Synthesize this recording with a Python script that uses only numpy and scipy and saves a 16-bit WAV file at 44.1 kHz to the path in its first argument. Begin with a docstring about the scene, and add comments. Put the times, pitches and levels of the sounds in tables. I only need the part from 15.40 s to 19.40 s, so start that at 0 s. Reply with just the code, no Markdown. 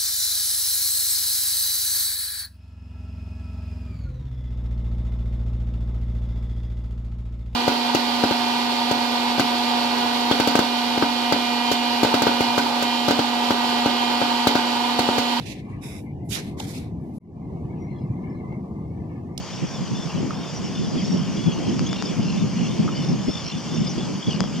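"""A beach, with a plastic hand shovel scraping damp sand in a hole close to the right of the microphone.
Each stroke is a rush of tiny grain impacts with its own tone, some of them hollow. Loose sand
trickles back, and now and then the blade clicks on grit. Behind it the surf rumbles and hisses,
with a few soft low bumps and faint peeps. Midway the sound cuts out and fades back in."""
import sys
import numpy as np
from scipy import signal
from scipy.fft import rfft, irfft
from scipy.io import wavfile
from scipy.ndimage import uniform_filter1d

SR = 44100
rng = np.random.default_rng(int(sys.argv[2]) if len(sys.argv) > 2 else 0)


def dump_mix(stems):
    """Bounce the given channels to the path in sys.argv[1] as a 16-bit WAV at rate SR."""
    frames = np.atleast_2d(stems).T  # one column per channel
    limited = np.clip(frames, -1, 1)  # hard clip at full scale
    pcm = np.round(limited * 32767).astype(np.int16)
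    wavfile.write(sys.argv[1], SR, pcm)


N = 176400


def amp(db):
    """Decibels to gain."""
    return 10 ** (np.asarray(db) / 20)


def unit(x):
    """Scales to an rms of one."""
    return x / np.sqrt(np.mean(x ** 2) + 1e-20)


def bell(offset, width):
    """A Gaussian hump of height one."""
    return np.exp(-(offset / width) ** 2)


def read(points, hz):
    """Reads a spectrum on a log-frequency axis."""
    f, value = np.transpose(points)
    return np.interp(np.log(hz + 1), np.log(f + 1), value)


def fader(points):
    """Turns rows of seconds and dB into a gain at every sample."""
    return amp(np.interp(np.arange(N) / SR, *np.transpose(points)))


def add(mix, start, sound):
    """Mixes a stereo sound in at a start in seconds."""
    at = round(start * SR)
    sound = sound[:, max(-at, 0):]
    part = mix[:, max(at, 0):][:, :sound.shape[1]]
    part += sound[:, :part.shape[1]]


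def sides(right_db):
    """Channel gains that put the left this far below the right."""
    return amp([[-right_db], [0]])


def envelope(t, length, rise, sag_db, release_s):
    """Soft rise, a hold that sags (or grows, if the sag is negative), exponential release."""
    swell = np.sin(np.pi / 2 * np.clip(t / max(rise, .002), 0, 1)) ** 2
    return swell * amp(-sag_db * np.minimum(t, length)) * np.exp(-np.maximum(t - length, 0) / release_s)


def causal(gain_db, size):
    """Minimum-phase response: it rings only after the blow."""
    cepstrum = irfft(np.log(amp(np.maximum(gain_db, -80))), size)
    fold = np.r_[1, np.full(size // 2 - 1, 2), 1, np.zeros(size // 2 - 1)]
    return np.exp(rfft(cepstrum * fold))


def wash(spectrum, likeness, patchy_db, patch_frames, patch_hz, size=1024):
    """Stereo noise with drifting patches; likeness rows give Hz and left-right correlation."""
    frames, hz = N // (size // 4) + 5, np.fft.rfftfreq(size, 1 / SR)
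    a, b, c, d, patches = rng.standard_normal((5, frames, len(hz)))
    patches = uniform_filter1d(patches, patch_frames, axis=0)
    patches = unit(uniform_filter1d(patches, round(patch_hz / hz[1]), axis=1))
    same = read(likeness, hz)
    left = a + 1j * b
    right = same * left + np.sqrt(1 - same ** 2) * (c + 1j * d)
    spectra = np.array([left, right]) * amp(read(spectrum, hz) + patchy_db * np.minimum(patches, 1.3))
    _, noise = signal.istft(spectra.swapaxes(1, 2), nperseg=size, noverlap=size * 3 // 4)
    return unit(noise[:, :N])


def surf(rumble_db=-31.5):
    """Surf in the background: a low rumble under foam, faint hiss and a band that flutters."""
    # Colours of the four bands. Each row: frequency in Hz, relative density in dB.
    rumble_colour = [(15, -60.5), (25, -41.5), (42, -31.5), (52, -16.5), (62, -10.5), (80, -0.5),
                     (130, 0.5), (180, 1), (260, -4.5), (364, -9.5), (569, -22.5), (729, -19), (874, -25),
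                     (1000, -29.5), (1200, -54), (1600, -78)]
    foam_colour = [(700, -10), (1000, 10), (1200, 4), (1330, -13.5), (1480, -19), (2000, -42)]
    hiss_colour = [(700, -4), (1500, -2), (3200, 0), (6000, -1.5), (8000, -5.5), (12000, -12.5),
                   (14200, -14.5)]
    flutter_colour = [(1500, -31), (1730, 2), (1900, -11.5), (2080, 6.5), (2280, 0.5), (2500, -10),
                      (2900, -11), (3300, -25), (5600, -38.5), (7500, -51)]
    # Their rise and fall. Each row: time in seconds, level in dB (relative for the swell).
    swell = [(0, -35.5), (.28, -36), (.45, -35.5), (.9, -33.5), (1.2, -31.5), (1.75, -34), (2.05, -31),
             (2.3, -31.5), (2.5, -31.5), (2.68, -32), (2.9, -31.5), (3.12, -31), (3.3, -33.5),
             (3.55, -32.5), (4, -35)]
    foam_level = [(0, -95), (.3, -51.5), (.55, -54.5), (.8, -83), (1.2, -53), (1.7, -65), (2.1, -55.5),
                  (2.6, -57), (3.1, -51), (3.5, -56), (4, -55)]
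    hiss_level = [(0, -71.5), (.8, -73), (1.7, -70), (2.1, -70), (2.6, -68.5), (3.1, -69.5), (4, -69.5)]
    flutter_level = [(0, -65), (.3, -56), (.75, -63.5), (1.2, -72), (1.6, -71), (2.1, -66), (2.4, -59),
                     (2.7, -66), (2.85, -60), (3.13, -59.5), (3.3, -74), (3.5, -67), (3.7, -62), (4, -63.5)]
    # Width of the rumble. Each row: frequency in Hz, left-right correlation.
    likeness = [(25, .35), (60, 0.55), (125, 1), (250, 1), (500, 0.52), (1000, 1)]
    # Lean of the rumble. Each row: frequency in Hz, left over right in dB.
    balance = [(30, 4), (60, 1.5), (125, 0.5), (250, 1.5), (500, 2.4), (1000, -2)]
    rumble = wash(rumble_colour, likeness, patchy_db=1.5, patch_frames=4, patch_hz=120, size=2048)
    lean_db = read(balance, np.fft.rfftfreq(N, 1 / SR))
    rumble = irfft(rfft(rumble) * amp([lean_db / 2, -lean_db / 2]), N)
    foam = wash(foam_colour, [(1000, .39), (1500, .64)], patchy_db=4.5, patch_frames=6, patch_hz=200)
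    hiss = wash(hiss_colour, [(2000, .44), (9000, .1)], patchy_db=2.5, patch_frames=8, patch_hz=250)
    flutter = wash(flutter_colour, [(1500, .16), (3000, .14)],
                   patchy_db=12, patch_frames=9, patch_hz=130)
    return (amp(rumble_db) * unit(rumble * fader(swell))
            + foam * fader(foam_level)
            + hiss * fader(hiss_level) * sides(3.0)
            + flutter * fader(flutter_level) * sides(-4.5))


def peeps(width_hz=72, size=16384):
    """Short fuzzy whistles of narrow noise, dead centre and barely above the hiss."""
    # Each row: start and length in seconds, pitch in Hz, level in dB.
    whistles = [(2.379, 0.11, 5740, -64), (2.45, 0.22, 4140, -69.5), (2.543, 0.062, 3320, -63),
                (2.562, 0.094, 5030, -71.5), (2.887, 0.067, 5270, -68), (2.926, 0.096, 4070, -76)]
    out, t, hz = np.zeros((2, N)), np.arange(size) / SR, np.fft.rfftfreq(size, 1 / SR)
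    for start, length, pitch, db in whistles:
        tone = unit(irfft(rfft(rng.standard_normal(size)) * bell(hz - pitch, width_hz)))
        window = np.sin(np.pi * np.minimum(t / length, 1))
        add(out, start, tone * window * amp(db) * sides(0))
    return out


def bumps(width_hz=53, size=8192):
    """Brief dull swells of air pressure, low in the rumble."""
    # Each row: start and length in seconds, pitch in Hz, level in dB.
    puffs = [(0.325, 0.072, 90, -31.5), (0.87, 0.045, 130, -28), (2.215, 0.055, 105, -29),
             (2.62, 0.072, 156, -27.5), (2.695, 0.034, 99, -27.5)]
    out, t, hz = np.zeros((2, N)), np.arange(size) / SR, np.fft.rfftfreq(size, 1 / SR)
    for start, length, pitch, db in puffs:
        puff = irfft(rfft(rng.standard_normal(size)) * bell(hz - pitch, width_hz))
        window = np.sin(np.pi * np.minimum(t / length, 1))
        add(out, start, unit(puff * window) * np.sqrt(np.mean(window ** 2)) * amp(db) * sides(0))
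    return out


def grains(colour_db, size, flow_db=0, full_flow_db=-30, full_per_s=14000, spread_db=1.5, likeness=0.14):
    """Sand as a rain of tiny uneven impacts, partly alike left and right; a weak flow only crackles."""
    thinning = amp(0.6 * min(flow_db - full_flow_db, 0))
    hit = rng.random((2, size)) < full_per_s / SR * thinning
    strength = amp(spread_db * np.minimum(rng.exponential(1, (2, size)), 5))
    right, other = hit * strength * rng.choice([-1, 1], (2, size))
    left = likeness * right + np.sqrt(1 - likeness ** 2) * other
    return unit(irfft(rfft([left, right]) * amp(colour_db), size))


def spills(size=24000):
    """Loosened sand slides down all round the hole and settles."""
    # Each row: start and length in seconds, level in dB, rise in seconds, sag in dB per second,
    # tilt in dB per octave, right over left in dB.
    slides = [(-0.02, 0.49, -62, 0.081, 9, -3, 0.5), (0.418, 0.21, -60, 0.23, 3, 8, 1.5),
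              (0.914, 0.17, -40, 0.066, 27, -3, 0), (1.187, 0.25, -53, 0.094, 0, -1.5, 0),
              (1.586, 0.13, -71.5, 0.043, -12, 13, 1), (1.722, 0.065, -61, 0.035, -16.5, 7, 3)]
    # Colour of trickling sand. Each row: frequency in Hz, relative density in dB.
    trickle = [(700, -5.5), (1400, -12), (2200, 3.5), (2900, -2.5), (4000, 1), (5200, -4), (7000, -6),
               (11200, -5), (14200, -14.5)]
    out, t, hz = np.zeros((2, N)), np.arange(size) / SR, np.fft.rfftfreq(size, 1 / SR) + 1
    for start, length, db, rise, sag, tilt, right_db in slides:
        colour = read(trickle, hz) + tilt * np.log2(hz / 4000)
        flow = envelope(t, length, rise, sag, release_s=0.033)
        add(out, start, grains(colour, size, db) * flow * amp(db) * sides(right_db))
    return out


def clicks(ring_db=8, ring_octaves=0.11, crumbs_db=-32, crumbs_s=0.058, size=4096):
    """Grit snaps or crunches against the blade, which gives a short dull knock; crumbs follow."""
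    # Each row: start in seconds, click level in dB, decay in seconds, knock level in dB, right over
    # left in dB, tilt in dB per octave, ring in Hz, share of a single snap from 0 to 1.
    hits = [(1.1993, -23.5, 0.0025, -45, 14, 0, 3700, 0.1),
            (1.2022, -24.5, 0.0018, -31, 1.5, -1.5, 3970, 0.2), (2.317, -74, .003, -52, 2, -8, 2200, 0.1),
            (3.126, -60, 0.0051, -40, 3, -12, 2200, 0), (3.9781, -10.5, 0.00018, -56, 10, -1, 5230, 0.88),
            (3.98, -20.5, 0.001, -50, 15, 6, 9900, 0)]
    # Colour of the grit. Each row: frequency in Hz, relative density in dB.
    grit = [(1000, -14), (2000, -15), (3000, 2.5), (4300, -0.5), (6300, -2.5), (8500, -9), (10000, -15.5),
            (14000, -18)]
    # Blade modes, damped by sand. Each row: frequency in Hz, relative dB, seconds to fall 60 dB.
    modes = [(550, 0, 0.029), (798, 1, 0.035), (856, 3, 0.06), (2200, -14, 0.073)]
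    out, t, hz = np.zeros((2, N)), np.arange(size) / SR, np.fft.rfftfreq(size, 1 / SR) + 1
    knock = sum(amp(level - 60 * t / t60) * np.sin(2 * np.pi * f * t) for f, level, t60 in modes)
    for start, db, decay, knock_db, right_db, tilt, ring_hz, snap in hits:
        colour = read(grit, hz) + tilt * np.log2(np.maximum(hz, 1000) / 4000)
        colour += ring_db * bell(np.log2(hz / ring_hz), ring_octaves)
        fall = np.exp(-t / decay)
        blow = snap * (t == 0) + (1 - snap) * grains(0, size) * fall
        crack = irfft(rfft(blow) * causal(colour, size), size)
        crack *= np.linalg.norm(fall) / np.linalg.norm(crack, axis=1, keepdims=True)
        crumbs = grains(colour, size) * amp(crumbs_db) * np.exp(-t / crumbs_s)
        click = amp(db) * (crack + crumbs) * sides(right_db) + amp(knock_db) * knock
        add(out, start, click * (1 - t / t[-1]))
    return out


def colour_ripple(hz, depth_db=1.8, spacing_hz=258, top_hz=9300):
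    """Small random peaks and troughs, fading at the top, give each scrape a slightly uneven tone."""
    knots = np.arange(0, SR / 2, spacing_hz)
    shape = np.interp(hz, knots, rng.standard_normal(512)[:len(knots)])
    return depth_db * np.minimum(shape, 1) / np.sqrt(1 + (hz / top_hz) ** 4)


def strokes(hump_octaves=0.56, notch_width_hz=204, judder_db=0.5, judder_hz=130, size=16384):
    """Close on the right, the blade shears sand with a slight judder."""
    # Each row: start and length in seconds, level in dB, rise in seconds, sag in dB per second,
    # tilt in dB per octave, right over left at 4 kHz in dB, hump centre in Hz and gain in dB,
    # notch centre in Hz and gain in dB, share of the hollow tone.
    scrapes = [(-0.02, 0.065, -39, 0.02, 45, -0.5, 9.5, 3130, 12, 8600, -18, 0.12),
               (0.047, 0.08, -33, 0.02, -17, -2, 9.5, 2900, 4, 1390, -55, 0),
               (0.145, 0.055, -47, 0.012, 20, -2, 0, 3000, 6, 1400, -25, 0.077),
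               (0.284, 0.036, -57, 0.017, -2, -3, 0, 8500, 10, 5350, -17, 0.73),
               (0.403, 0.19, -38.5, 0.044, 39.5, 3.5, 6, 1500, 2, 4250, -39, 0.92),
               (0.839, 0.052, -64.5, 0.023, 14.5, 10, 0, 10800, 12, 4000, -3, 1),
               (0.884, 0.031, -35.5, 0.023, -2.5, 6.5, 11, 5800, 2, 4400, -15, 0.017),
               (0.895, 0.06, -24.5, 0.039, 1.5, 3.5, 11, 3200, 7.5, 4190, -11, 0),
               (0.939, 0.06, -25, 0.034, 134.5, -1.5, 5, 5850, 4, 8000, -1, 0.14),
               (1.163, 0.089, -38, 0.044, 37, 1, 3, 2030, 0.5, 2730, -35, 0),
               (1.249, 0.071, -40.5, 0.041, -4, 3, 5.5, 5200, 1.5, 2780, -24, 0.2),
               (1.322, 0.065, -41.5, 0.028, 11, 3, 1, 4000, 2.5, 1700, -23, 0.46),
               (1.39, 0.098, -48, 0.03, 92, -4, 1, 4200, 7, 6750, -27, 1)]
    # Colour of sheared damp sand. Each row: frequency in Hz, relative density in dB.
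    grind = [(530, -6), (900, -8), (1450, -5), (2150, -2.5), (2600, -3), (3000, -6), (3550, -5),
             (4200, -4.5), (4600, -8), (5650, -8), (6500, -9.5), (8400, -15), (11400, -17), (14200, -26)]
    # Peaks and one dip that give some scrapes a hollow tone. Each row: centre and width in Hz, dB.
    hollow_bands = [(1500, 110, 7), (2300, 420, 13.5), (3050, 220, -7.5), (3700, 350, 8), (5200, 300, 9),
                    (7100, 210, 4.5), (8080, 430, 7), (10100, 920, 6)]
    out, t, hz = np.zeros((2, N)), np.arange(size) / SR, np.fft.rfftfreq(size, 1 / SR) + 1
    octaves = np.log2(hz / 4000)
    hollow = sum(level * bell(hz - f, width) for f, width, level in hollow_bands)
    shadow = np.maximum(octaves, -2) * np.array([[-2.5], [2.5]])  # duller left, brighter right
    for (start, length, db, rise, sag, tilt, right_db,
         hump_hz, hump_db, notch_hz, notch_db, share) in scrapes:
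        colour = read(grind, hz) + tilt * octaves + colour_ripple(hz) + share * hollow + shadow
        # Each scrape gets one broad hump, and one narrow band is cut from its sound.
        colour += hump_db * bell(np.log2(hz / hump_hz), hump_octaves)
        colour += notch_db * bell(hz - notch_hz, notch_width_hz)
        judder = unit(irfft(rfft(rng.standard_normal(size)) / (1 + (hz / judder_hz) ** 2)))
        push = envelope(t, length, rise, sag, release_s=0.015) * amp(db + judder_db * judder)
        add(out, start, grains(colour, size, db) * push * sides(right_db))
    return out


def scene(left_delay_s=0.0002):
    """Shovel and sand before the surf; all but the peeps reach the microphone's right side first."""
    left, right = strokes() + spills() + clicks() + surf() + bumps()
    hz = np.fft.rfftfreq(N, 1 / SR)
    left = irfft(rfft(left) * np.exp(-2j * np.pi * hz * left_delay_s), N)
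    return np.array([left, right]) + peeps()


def record(dry, low_cut_hz=52, cut_s=1.785, resume_s=1.8, fade_s=0.35, top_hz=14350):
    """A low cut against wind; the sound cuts out and fades back in; then the band limit."""
    t, hz = np.arange(N) / SR, np.fft.rfftfreq(N, 1 / SR) + 1
    filtered = irfft(rfft(dry) / np.sqrt(1 + (low_cut_hz / hz) ** 4), N)
    cut_out = np.clip((cut_s - t) / 0.002, 0, 1)
    fade_in = np.clip((t - resume_s) / fade_s, 0, 1) ** 0.86
    band_limit = signal.firwin(511, top_hz, window=("kaiser", 9), fs=SR)
    return signal.oaconvolve(filtered * (cut_out + fade_in), band_limit[None], "same")


dry = scene()
out = record(dry)
dump_mix(out)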